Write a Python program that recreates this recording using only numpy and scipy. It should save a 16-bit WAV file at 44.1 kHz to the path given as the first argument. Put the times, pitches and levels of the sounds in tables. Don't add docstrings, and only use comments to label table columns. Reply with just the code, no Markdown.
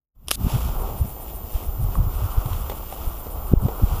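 import sys
import numpy as np
from scipy import signal
from scipy.fft import rfft, irfft
from scipy.io import wavfile
from scipy.ndimage import uniform_filter1d, minimum_filter1d

SR = 44100
rng = np.random.default_rng(int(sys.argv[2]) if len(sys.argv) > 2 else 0)


def inscribe(sig):
    pcm = np.round(np.clip(np.atleast_2d(sig).T, -1, 1) * 32767)
    wavfile.write(sys.argv[1], SR, pcm.astype(np.int16))


N = 176400
TIME = np.arange(N) / SR

# (f/Hz, level/dB)
HISS_EQ = [(1000, -2.5), (4000, -12.5), (8800, -11), (9600, 0), (10400, -8), (12000, -2.5), (13800, 0.5),
           (14800, -10), (15500, -7)]
# (f/Hz, level/dB)
SIDE_TONES = [(7173, -63), (13486, -66), (14010, -65), (14683, -62), (14907, -63)]

# (t/s, level/dB)
WIND_ENVELOPE = [(.3, -18.5), (.5, -24), (.75, -27), (1.1, -29), (1.25, -36), (1.6, -33), (1.85, -24.5),
                 (2.2, -27), (2.55, -29.5), (2.85, -28.5), (3.0, -34), (3.3, -34), (3.6, -23), (3.78, -31),
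                 (3.95, -25.5)]
# (f/Hz, level/dB)
WIND_EQ = [(10, -25), (25, 1), (45, 1), (75, -3.5), (110, -14), (200, -22.5), (400, -35), (1000, -96)]
# (middle t/s, length/s, level/dB, upper edge f/Hz)
GUST_CUES = [(0.404, 0.073, -28.5, 216), (0.459, 0.032, -19, 181), (0.553, 0.025, -15.5, 130.6),
             (0.668, 0.074, -27.5, 125), (1.017, 0.027, -15, 81.4), (1.053, 0.014, -25.5, 195),
             (1.825, 0.062, -19.5, 116), (1.995, .04, -15, 110), (2.054, 0.069, -21, 112),
             (2.244, 0.057, -20.5, 86), (2.469, 0.03, -23.5, 125), (2.537, 0.064, -26, 110),
             (3.522, 0.0096, -20.5, 220), (3.646, .045, -15.5, 163), (3.829, 0.024, -17, 206),
             (3.929, 0.025, -17.5, 80.4)]
# (t/s, peak level/dB, f/Hz)
EDDY_CUES = [(1.556, -14.5, 41.2), (1.691, -17.5, 48), (2.382, -10, 50.7), (3.076, -15.5, 44.8),
             (3.408, -24.5, 38.3), (3.5373, 6.5, 184), (3.574, -4.5, 39.8), (3.841, -10, 46)]

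# (middle t/s, level/dB)
RUB_CUES = [(.81, -47), (.995, -46), (1.08, -48.5), (1.115, -52), (1.226, -48), (1.355, -47), (1.53, -48.5),
            (1.565, -57), (1.653, -48.5), (1.83, -46.5), (1.963, -47), (2.167, -52), (2.243, -52),
            (2.337, -50), (2.475, -48), (2.605, -48), (2.767, -47), (2.928, -49), (3.077, -49),
            (3.2, -48.5), (3.325, -47.5), (3.475, -48), (3.624, -46.5), (3.775, -49), (3.97, -47)]
# (f/Hz, level/dB)
RUB_EQ = [(3000, -33), (7500, -17), (8250, -6.5), (8900, -19), (9400, -0.5), (9900, 2), (10350, -18),
          (11000, -1), (11700, -5.5), (12600, -12), (15000, -18)]

# (t/s, ring level/dB, ring f/Hz, tick level/dB)
KNOCK_CUES = [(.503, -24, 920, -54), (0.549, -31, 1360, -41), (.69, -28, 810, -54), (1.562, -27, 700, -55),
              (1.954, -21, 1123, -49), (2.459, -47, 890, -37), (2.531, -32, 910, -31.5),
              (2.698, -21, 830, -28), (2.718, -20.5, 563, -34), (2.925, -23.5, 780, -32.5),
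              (3.268, -25.5, 440, -40.5), (3.684, -19, 434, -34.5), (3.798, -21, 493, -45)]
# (f/Hz, level/dB)
TICK_EQ = [(1000, -29), (2000, 1), (3100, 3), (4500, -6), (7000, -9), (11000, -7), (15000, 1)]

# (t/s, level/dB, t60/s)
CLACK_CUES = [(0.2727, -48, .04), (.2835, -18, 0.012), (0.2915, -33.5, 0.029), (.301, -46, 0.044),
              (0.308, -19, 0.077), (0.313, -28, .02), (0.3134, 0.5, 0.013)]
# (f/Hz, level/dB)
CLACK_EQ = [(100, -6), (600, -1), (850, -9), (1180, -0.5), (1600, -6), (2300, -6), (3000, 0.5),
            (3500, -2.5), (4400, -6), (5150, 1.5), (6600, -9.5), (8600, -9), (9600, 1.5), (11000, -1.5),
            (12500, -7), (15500, -18)]
# (t/s, level/dB)
SCUFF_ENVELOPE = [(.314, -66), (.32, -27.5), (.34, -26), (.346, -24), (.356, -23.5), (.36, -76)]
# (f/Hz, level/dB)
SCUFF_EQ = [(500, -11), (1800, -12), (3300, 0), (4800, -1), (5800, -7), (6400, 0), (8200, -2.5), (10700, 3),
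            (12600, -2), (13400, -3), (15500, -12)]

# (t/s, level/dB)
ROAR_ENVELOPE = [(0.38, -47), (0.48, -36.5), (0.62, -43), (0.74, -42), (0.83, -35), (1.0, -44.5),
                 (1.15, -47.5), (1.45, -45), (1.58, -40), (1.72, -43.5), (1.9, -40), (2.12, -41.5),
                 (2.3, -41), (2.55, -43), (2.65, -39.5), (2.85, -44), (3.07, -42), (3.33, -44.5),
                 (3.48, -40.5), (3.7, -40), (3.97, -38.5)]
# (f/Hz, level/dB)
ROAR_EQ = [(60, -14), (200, -3.5), (400, -0.5), (600, -1), (830, 0), (1000, -5), (1180, -7), (1380, -17.5),
           (1600, -38.5), (2100, -31), (4000, -83)]
# (t/s, level/dB)
RASP_ENVELOPE = [(.35, -49.5), (.5, -43), (.85, -44.5), (1.15, -58), (1.5, -56), (1.8, -52.5), (2.1, -46.5),
                 (2.3, -41), (2.55, -43.5), (2.85, -49.5), (3.1, -46.5), (3.33, -51.5), (3.5, -44),
                 (3.75, -45.5), (3.97, -40.5)]
# (f/Hz, level/dB)
RASP_EQ = [(500, -34.5), (900, -6), (1130, -1.5), (1330, -4), (1480, -9), (1650, -27), (3000, -44.5)]
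# (t/s, level/dB)
GRIT_ENVELOPE = [(0.38, -54), (0.47, -46), (0.53, -38), (0.6, -46.4), (0.68, -44), (0.75, -50.5),
                 (0.9, -50.5), (1.0, -51.5), (1.17, -57.5), (1.28, -53), (1.43, -58.5), (1.53, -50.5),
                 (1.6, -48.5), (1.75, -60), (1.9, -51.5), (2.08, -56.5), (2.2, -48.5), (2.42, -50.5),
                 (2.57, -48.5), (2.85, -52.5), (3.05, -50.5), (3.35, -57), (3.5, -55), (3.78, -52.5),
                 (3.9, -47.5), (3.98, -47)]
# (f/Hz, level/dB)
GRIT_EQ = [(800, -7), (1700, -8.5), (2200, -5.5), (2900, 1), (3500, -2), (4100, -8.5), (5300, -5.5),
           (6600, -8), (7400, -4), (8400, -12.5), (9800, -4.5), (12000, -2), (13500, -21.5), (15500, -48)]

# (t/s, level/dB)
RIDE_FADER = [(0, -69), (.135, -75), (.155, -32.5), (.28, -17), (.4, 0.5), (.48, 0)]

WHINE_HZ, BUZZ_HZ, BUZZ_DEPTH, WHINE_DB, HISS_DB = 14346.5, 112.3, 0.68, -43.3, -50
GUST_ROLLOFF_DB_PER_OCTAVE = 25.5
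KNOCK_T60_S, TICK_T60_S, KNOCK_RASP_GAIN = 0.025, 0.032, 0.39
GRAINS_PER_S, ROAR_TRIM_DB, GRIT_TRIM_DB = 2600, 1.5, 2.5
CEILING_DB, RELEASE_DB_PER_S, HIGH_CUT_HZ = -2, 74, 15500


def amp(db):
    return 10 ** (np.asarray(db) / 20)


def unit(x):
    return x / np.sqrt(np.mean(x ** 2) + 1e-20)


def noise():
    return rng.standard_normal(N)


def envelope(points):
    return amp(np.interp(TIME, *np.transpose(points)))


def eq(x, points):
    hz, db = np.transpose(points)
    bins_hz = abs(np.fft.fftfreq(8192, 1 / SR))
    gain = unit(amp(np.interp(np.log(bins_hz + 1), np.log(hz), db)))
    response = np.exp(np.conj(signal.hilbert(np.log(gain))))
    taps = np.fft.ifft(response).real
    return signal.fftconvolve(x, taps[:len(taps) // 2])[:N]


def waver(rate_hz, depth_db):
    hz = np.fft.rfftfreq(N, 1 / SR)
    drift = unit(irfft(rfft(noise()) * np.exp(-(hz / rate_hz) ** 2), N))
    return unit(amp(depth_db * drift))


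def swell(middle, length_s):
    return 1 / (1 + (2 * (TIME - middle) / length_s) ** 6)


def decay(start, t60):
    return (TIME >= start) * np.exp(-np.log(1000) * np.maximum(TIME - start, 0) / t60)


def electronics():
    buzz = 1 + BUZZ_DEPTH * np.cos(2 * np.pi * BUZZ_HZ * TIME)
    whine = amp(WHINE_DB) * buzz * np.sin(2 * np.pi * WHINE_HZ * TIME)
    faint = sum(amp(db) * np.sin(2 * np.pi * (hz * TIME + rng.random())) for hz, db in SIDE_TONES)
    hiss = amp(HISS_DB) * eq(noise(), HISS_EQ)
    return np.sqrt(2) * (whine + faint) + hiss


def wind():
    air = envelope(WIND_ENVELOPE) * unit(eq(noise(), WIND_EQ)) * waver(rate_hz=4, depth_db=1.5)
    for t, length_s, db, edge_hz in GUST_CUES:
        three_octaves_up = (edge_hz * 2 ** 3, -GUST_ROLLOFF_DB_PER_OCTAVE * 3)
        gust_eq = [(15, -14), (edge_hz / 2, 0), (edge_hz, -2), three_octaves_up]
        window = swell(t, length_s)
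        puff = eq(noise(), gust_eq) * window
        air += amp(db) * puff * np.linalg.norm(window) / np.linalg.norm(puff)
    for t, db, hz in EDDY_CUES:
        phase = 2 * np.pi * hz * (TIME - t)
        swing = 16 * phase / (3 + phase ** 2) ** 2
        air += amp(db) * swing
    return air


def rubbing():
    touches = sum(amp(db) * swell(t, length_s=0.04) for t, db in RUB_CUES)
    ragged = waver(rate_hz=160, depth_db=2.5)
    return eq(touches * ragged * noise(), RUB_EQ)


def knocks():
    ring, body, snap = np.zeros((3, N))
    for t, ring_db, hz, tick_db in KNOCK_CUES:
        tail = amp(ring_db) * decay(t, KNOCK_T60_S)
        ring += tail * np.sin(2 * np.pi * hz * (TIME - t))
        body += tail
        snap += amp(tick_db) * decay(t, TICK_T60_S)
    rasp = eq(body * noise(), ROAR_EQ)
    tick = eq(snap * noise(), TICK_EQ)
    return ring + KNOCK_RASP_GAIN * rasp + tick


def clacks_and_scuff():
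    clacks = sum(amp(db) * decay(t, t60) for t, db, t60 in CLACK_CUES) * noise()
    gate = (TIME > SCUFF_ENVELOPE[0][0]) * (TIME < SCUFF_ENVELOPE[-1][0])
    scuff = envelope(SCUFF_ENVELOPE) * gate * noise()
    return eq(clacks, CLACK_EQ) + eq(scuff, SCUFF_EQ)


def ice_crunch(spread_db):
    size = amp(spread_db * np.minimum(rng.exponential(1, N), 5))
    polarity = rng.choice([-1, 1], N)
    cracks = rng.random(N) < GRAINS_PER_S / SR
    return unit(size * polarity * cracks)


def tyres():
    roar = eq(ice_crunch(spread_db=2.5), ROAR_EQ) * waver(rate_hz=4.7, depth_db=1.64)
    rasp = eq(ice_crunch(spread_db=2.5), RASP_EQ)
    fine_crunch = unit(ice_crunch(spread_db=3.5) + 1.4 * noise())
    grit = eq(fine_crunch, GRIT_EQ) * waver(rate_hz=22, depth_db=1.2)
    return (amp(ROAR_TRIM_DB) * envelope(ROAR_ENVELOPE) * roar
            + envelope(RASP_ENVELOPE) * rasp
            + amp(GRIT_TRIM_DB) * envelope(GRIT_ENVELOPE) * grit)


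def scene():
    ride = tyres() + rubbing() + knocks() + wind() + electronics()
    return (envelope(RIDE_FADER) * ride + clacks_and_scuff())[None]


def record(dry):
    over_db = np.maximum(20 * np.log10(abs(dry[0]) + 1e-9) - CEILING_DB, 0)
    release_db = TIME * RELEASE_DB_PER_S
    gain_db = release_db - np.maximum.accumulate(over_db + release_db)
    gain_db = uniform_filter1d(minimum_filter1d(gain_db, size=41), size=41)
    high_cut = signal.firwin(255, HIGH_CUT_HZ, window=("kaiser", 9), fs=SR)
    return signal.oaconvolve(dry * amp(gain_db), high_cut[None], "same")


dry = scene()
out = record(dry)
inscribe(out)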